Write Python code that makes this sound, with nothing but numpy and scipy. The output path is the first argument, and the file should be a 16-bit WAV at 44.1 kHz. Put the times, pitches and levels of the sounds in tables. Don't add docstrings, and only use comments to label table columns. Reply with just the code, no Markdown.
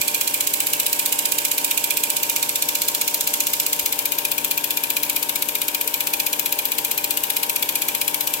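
import sys
import numpy as np
from scipy import signal
from scipy.fft import rfft, irfft
from scipy.io import wavfile
from scipy.ndimage import uniform_filter1d, minimum_filter1d

SR = 44100
rng = np.random.default_rng(int(sys.argv[2]) if len(sys.argv) > 2 else 0)


def generate_wav(sig):
    pcm = np.round(np.clip(np.atleast_2d(sig).T, -1, 1) * 32767).astype(np.int16)
    wavfile.write(sys.argv[1], SR, pcm)


N = 370440
TIME = np.arange(N) / SR

# f/Hz, left gain/dB, right gain/dB
CLATTER_SPECTRUM = [(300, -87.5, -95), (1219, -73, -69.5), (1960, -72, -69.5), (2150, -62.5, -57.5),
                    (3670, -64.5, -60), (6070, -62, -56.5), (7630, -59, -51), (8670, -62, -56.5),
                    (9950, -56, -52.5), (11300, -56.5, -56), (11670, -52.5, -57.5), (13940, -51, -51.5),
                    (15510, -57, -57)]


def from_db(db):
    return np.exp(np.asarray(db) * (np.log(10) / 20))


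def in_time(rows):
    return np.interp(TIME, *np.transpose(rows))


def at_hz(points, hz):
    knots, *columns = np.transpose(points)
    return np.array([np.interp(np.log(hz + 1), np.log(knots), c) for c in columns])


def drift(rate):
    knots = rng.standard_normal(int(rate * N / SR) + 3)
    return np.interp(TIME * rate, np.arange(len(knots)), knots)


def colour(x, db_at, size=4096):
    cepstrum = irfft(np.log(from_db(db_at(np.arange(size // 2 + 1) * SR / size))))
    cepstrum[:, 1:size // 2] *= 2
    cepstrum[:, size // 2 + 1:] = 0
    impulse_response = irfft(np.exp(rfft(cepstrum)))
    return signal.oaconvolve(np.atleast_2d(x), impulse_response, axes=1)[:, :N]


def tone(cycles, left_db, right_db, lag_ms, waver_db):
    late = cycles - np.gradient(cycles) * SR * lag_ms / 1000
    level = from_db([[left_db], [right_db]]) * from_db(waver_db * drift(7))
    return np.sqrt(2) * level * np.sin(2 * np.pi * (np.array([cycles, late]) + rng.random()))


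def transport():
    # t/s, frame rate/Hz
    frame_rates = [(0, 15.28), (1.1, 15.3545), (5.2, 15.3545), (5.6, 15.4367)]
    speed = in_time(frame_rates)
    first_strike_s = .0144
    return np.cumsum(speed) / SR - first_strike_s * speed[0], speed.mean()


def friction(frame, rate, repeat):
    fresh = rng.standard_normal((2, N))
    surface = rng.standard_normal((2, SR))[:, (frame % 1 * SR / rate).astype(int)]
    return np.sqrt(SR / 2) * (np.sqrt(repeat) * surface + np.sqrt(1 - repeat) * fresh)


def room(x, first_echo_s=0.011, t60_s=0.13, level_db=-13):
    t = TIME[:SR // 2]
    tail = rng.standard_normal((2, len(t))) * from_db(-60 * t / t60_s) * (t > first_echo_s)
    tail /= np.linalg.norm(tail, axis=1, keepdims=True)
    return from_db(level_db) * signal.fftconvolve(x, tail, axes=1)[:, :N]


def reflection(x, share, path_s, sway):
    delays = [np.round(SR * path_s * (1 + sway * drift(1.3))) / SR for _ in x]
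    echo = [np.interp(TIME - delay, TIME, side) for delay, side in zip(delays, x)]
    return (x + share * np.array(echo)) / np.sqrt(1 + share ** 2)


def shade(x):
    # t/s, duration/s
    moves = [(2.0, 0.61), (3.65, 0.36)]
    # f/Hz, gain after the first move/dB, gain after the second/dB
    shadow = [(500, 0.5, 0), (1480, -.5, -1.5), (2300, -3.5, -4), (3600, -0.5, -2), (6100, 1, -7),
              (8000, -1.6, -9.5), (11000, -5, -13.5), (15000, -4, -7)]
    left, right = x
    stages = colour(right, lambda hz: at_hz(shadow, hz))
    for (start, duration), dull in zip(moves, stages):
        share = np.clip((TIME - start) / duration, 0, 1)
        right = (1 - share) * right + share * dull
    return np.array([left, right])


def bumps():
    # t/s, level/dB, f/Hz, decay/s
    knocks = [(3.825, -44, 70, .02), (4.02, -51, 85, .03)]
    out = 0
    for start, level_db, hz, decay in knocks:
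        age = np.maximum(TIME - start, 0)
        out = out + from_db(level_db) * np.sin(2 * np.pi * hz * age) * np.exp(-age / decay)
    return out


def mains_hum(mains_hz=60):
    hum = tone(2 * mains_hz * TIME, left_db=-67, right_db=-68, lag_ms=.1, waver_db=.5)
    return hum + tone(4 * mains_hz * TIME, left_db=-56.5, right_db=-60.5, lag_ms=0.13, waver_db=3.5)


def fan(frame, cycles_per_frame=60.55):
    # t/s, level/dB
    levels = [(0.25, -47.5), (0.56, -50), (1.03, -45), (6.62, -45.5), (8.25, -45)]
    # left gain/dB, right gain/dB, right lag/ms
    pickup = (4.8, 2, 0.13)
    cycles = cycles_per_frame * frame + 0.11 * drift(14)
    return from_db(in_time(levels)) * tone(cycles, *pickup, waver_db=0.5)


def motor(frame, turns_per_frame=4.798, whirr_order=11):
    orders = [2, 4, 7, 8, 12, 22]
    # left level/dB, right level/dB, right lag/ms
    partials = [(-55.5, -59, .1), (-46, -48, 0.12), (-64, -53.5, 0.16), (-44.5, -44.5, 0.24),
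                (-58, -67, 0.47), (-60, -46.5, 0.38)]
    # t/s, level/dB
    whirr_levels = [(0.15, -53), (1.39, -53), (3.17, -55.5), (6.01, -59), (6.15, -50), (8.25, -51)]
    # left gain/dB, right gain/dB, right lag/ms
    pickup = (13, 8.4, 0.7)
    turns = turns_per_frame * frame + 0.003 * drift(11)
    hum = sum(tone(k * turns, *row, waver_db=1.04) for k, row in zip(orders, partials))
    whirr = from_db(in_time(whirr_levels)) * tone(whirr_order * turns, *pickup, waver_db=2.1)
    return hum + whirr


def gears(frame):
    tooth_counts = [24, 25, 26, 29, 30, 70]
    # left level/dB, right level/dB, right lag/ms
    mesh_tones = [(-63, -78, 0.062), (-54.5, -56.5, 0.2), (-60, -57, 0.12), (-56.5, -54, 0.12),
                  (-51.5, -52, 0.14), (-59.5, -51.5, 0.18)]
    return sum(tone(teeth * frame, *row, waver_db=2.3) for teeth, row in zip(tooth_counts, mesh_tones))


def drive(frame, rate):
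    # f/Hz, level in 1 Hz/dB
    rumble = [(15, -102), (42, -91), (75, -83.5), (120, -80.5), (200, -75), (280, -71.5), (450, -68),
              (650, -74), (850, -69.5), (1040, -66), (1230, -76.5), (1400, -73.5), (1520, -68),
              (1900, -71.5), (3000, -88.5)]
    # f/Hz, correlation before clipping
    correlation = [(40, 0.96), (130, 1), (350, 0.86), (640, 0.9), (1000, -0.17), (1500, -0.65),
                   (3000, -1.03)]

    def mid_side_db(hz):
        alike = np.clip(at_hz(correlation, hz), -.98, .98)
        return at_hz(rumble, hz) + 10 * np.log10((1 + alike * [[1], [-1]]) / 2)
    mid, side = colour(friction(frame, rate, repeat=0.31), mid_side_db)
    return np.array([mid + side, mid - side])


def film_hiss(frame, rate):
    # f/Hz, left and right level in 1 Hz/dB
    spectrum = [(1390, -90, -85.5), (1920, -87.5, -77), (2280, -70, -64), (3200, -72.5, -66),
                (4150, -76, -71), (5400, -74.5, -70), (6600, -73, -70.5), (7740, -70.5, -64.5),
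                (10300, -70.5, -73), (13000, -66.5, -71), (15700, -74, -88)]
    return colour(friction(frame, rate, repeat=.25), lambda hz: at_hz(spectrum, hz))


def gate_db(hz):
    # f/Hz, width/Hz, left lift/dB, right lift/dB
    modes = [(2420, 170, 4, 12), (2900, 130, 5, 4), (3370, 130, 2, 6), (3720, 120, -3, 6),
             (4080, 140, 1, 5), (4380, 140, 3, 4), (7960, 280, 5, 6), (9500, 260, 3, 6), (11650, 200, 3, 0),
             (12460, 220, 4, 1), (13210, 170, 3, 1.5), (14020, 250, 2.5, 2)]
    lifts = [np.array([[left], [right]]) / (1 + (2 * (hz - centre) / width) ** 2)
             for centre, width, left, right in modes]
    return at_hz(CLATTER_SPECTRUM, hz) + sum(lifts)


def claw(frame, rate, mean_db=0.8, uneven_db=0.7, grain_db=0.8, crossover_hz=4130):
    # t after the strike/s, treble gain/dB, body gain/dB, rise/s, decay/s
    contacts = [(-.0039, 10, 14.5, 0.0011, 0.00063), (0, 11.5, 11.5, 0.00012, 0.0025),
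                (.0026, 12, 13.5, 0.00077, 0.0016), (.006, -0.5, 8, 0.00012, 0.0035),
                (0.0324, -6, -4, 0.0009, 0.0032)]
    # t/s, gain/dB
    force = [(0.0, -0.8), (3.0, -0.9), (3.6, 0.8), (4.8, -1.3), (5.1, 0.8), (5.4, -2), (8.4, -0.3)]
    power = 0
    for delay, treble_db, body_db, rise, decay in contacts:
        age = (frame - delay * rate) % 1 / rate
        burst = (1 - np.exp(-age / rise)) * np.exp(-age / decay)
        power = power + (from_db([[treble_db], [body_db]]) * burst) ** 2
    chatter = friction(frame, rate, repeat=0.16) * from_db(grain_db * drift(2500))
    shared, lag_s = 0.073, .00032
    late = np.roll(chatter[0], round(lag_s * SR))
    chatter[1] = np.sqrt(1 - shared) * chatter[1] + np.sqrt(shared) * late
    bands = [signal.butter(3, crossover_hz, side, fs=SR, output="sos") for side in ("high", "low")]
    treble, body = (signal.sosfilt(band, chatter * np.sqrt(p)) for band, p in zip(bands, power))
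    return (treble + body) * from_db(mean_db + in_time(force) + uneven_db * drift(rate))


def scene():
    frame, rate = transport()
    strikes = claw(frame, rate)
    direct = reflection(colour(strikes, gate_db), share=0.35, path_s=.0011, sway=.16)
    reverberant = room(colour(strikes, lambda hz: at_hz(CLATTER_SPECTRUM, hz)))
    diffuse = reflection(reverberant + film_hiss(frame, rate), share=0.46, path_s=.003, sway=.06)
    hum = drive(frame, rate) + gears(frame) + motor(frame) + fan(frame) + mains_hum()
    return shade(direct + diffuse + hum) + bumps()


def limiter(x, threshold_db, slope, release_db_per_s, size=88):
    power = uniform_filter1d(np.mean(x ** 2, axis=0), size // 2)
    level_db = 10 * np.log10(np.maximum(power, 1e-12))
    cut_db = slope * np.maximum(level_db - threshold_db, 0)
    held_db = np.maximum.accumulate(cut_db + release_db_per_s * TIME) - release_db_per_s * TIME
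    return x * from_db(uniform_filter1d(minimum_filter1d(-held_db, size), size // 2))


def record(dry):
    low_hz, high_hz = 42, 15850
    thinned = signal.sosfilt(signal.butter(2, low_hz, "high", fs=SR, output="sos"), dry)
    limited = limiter(thinned, threshold_db=-12, slope=0.69, release_db_per_s=353)
    return signal.sosfilt(signal.ellip(12, .1, 80, high_hz, fs=SR, output="sos"), limited)


dry = scene()
out = record(dry)
generate_wav(out)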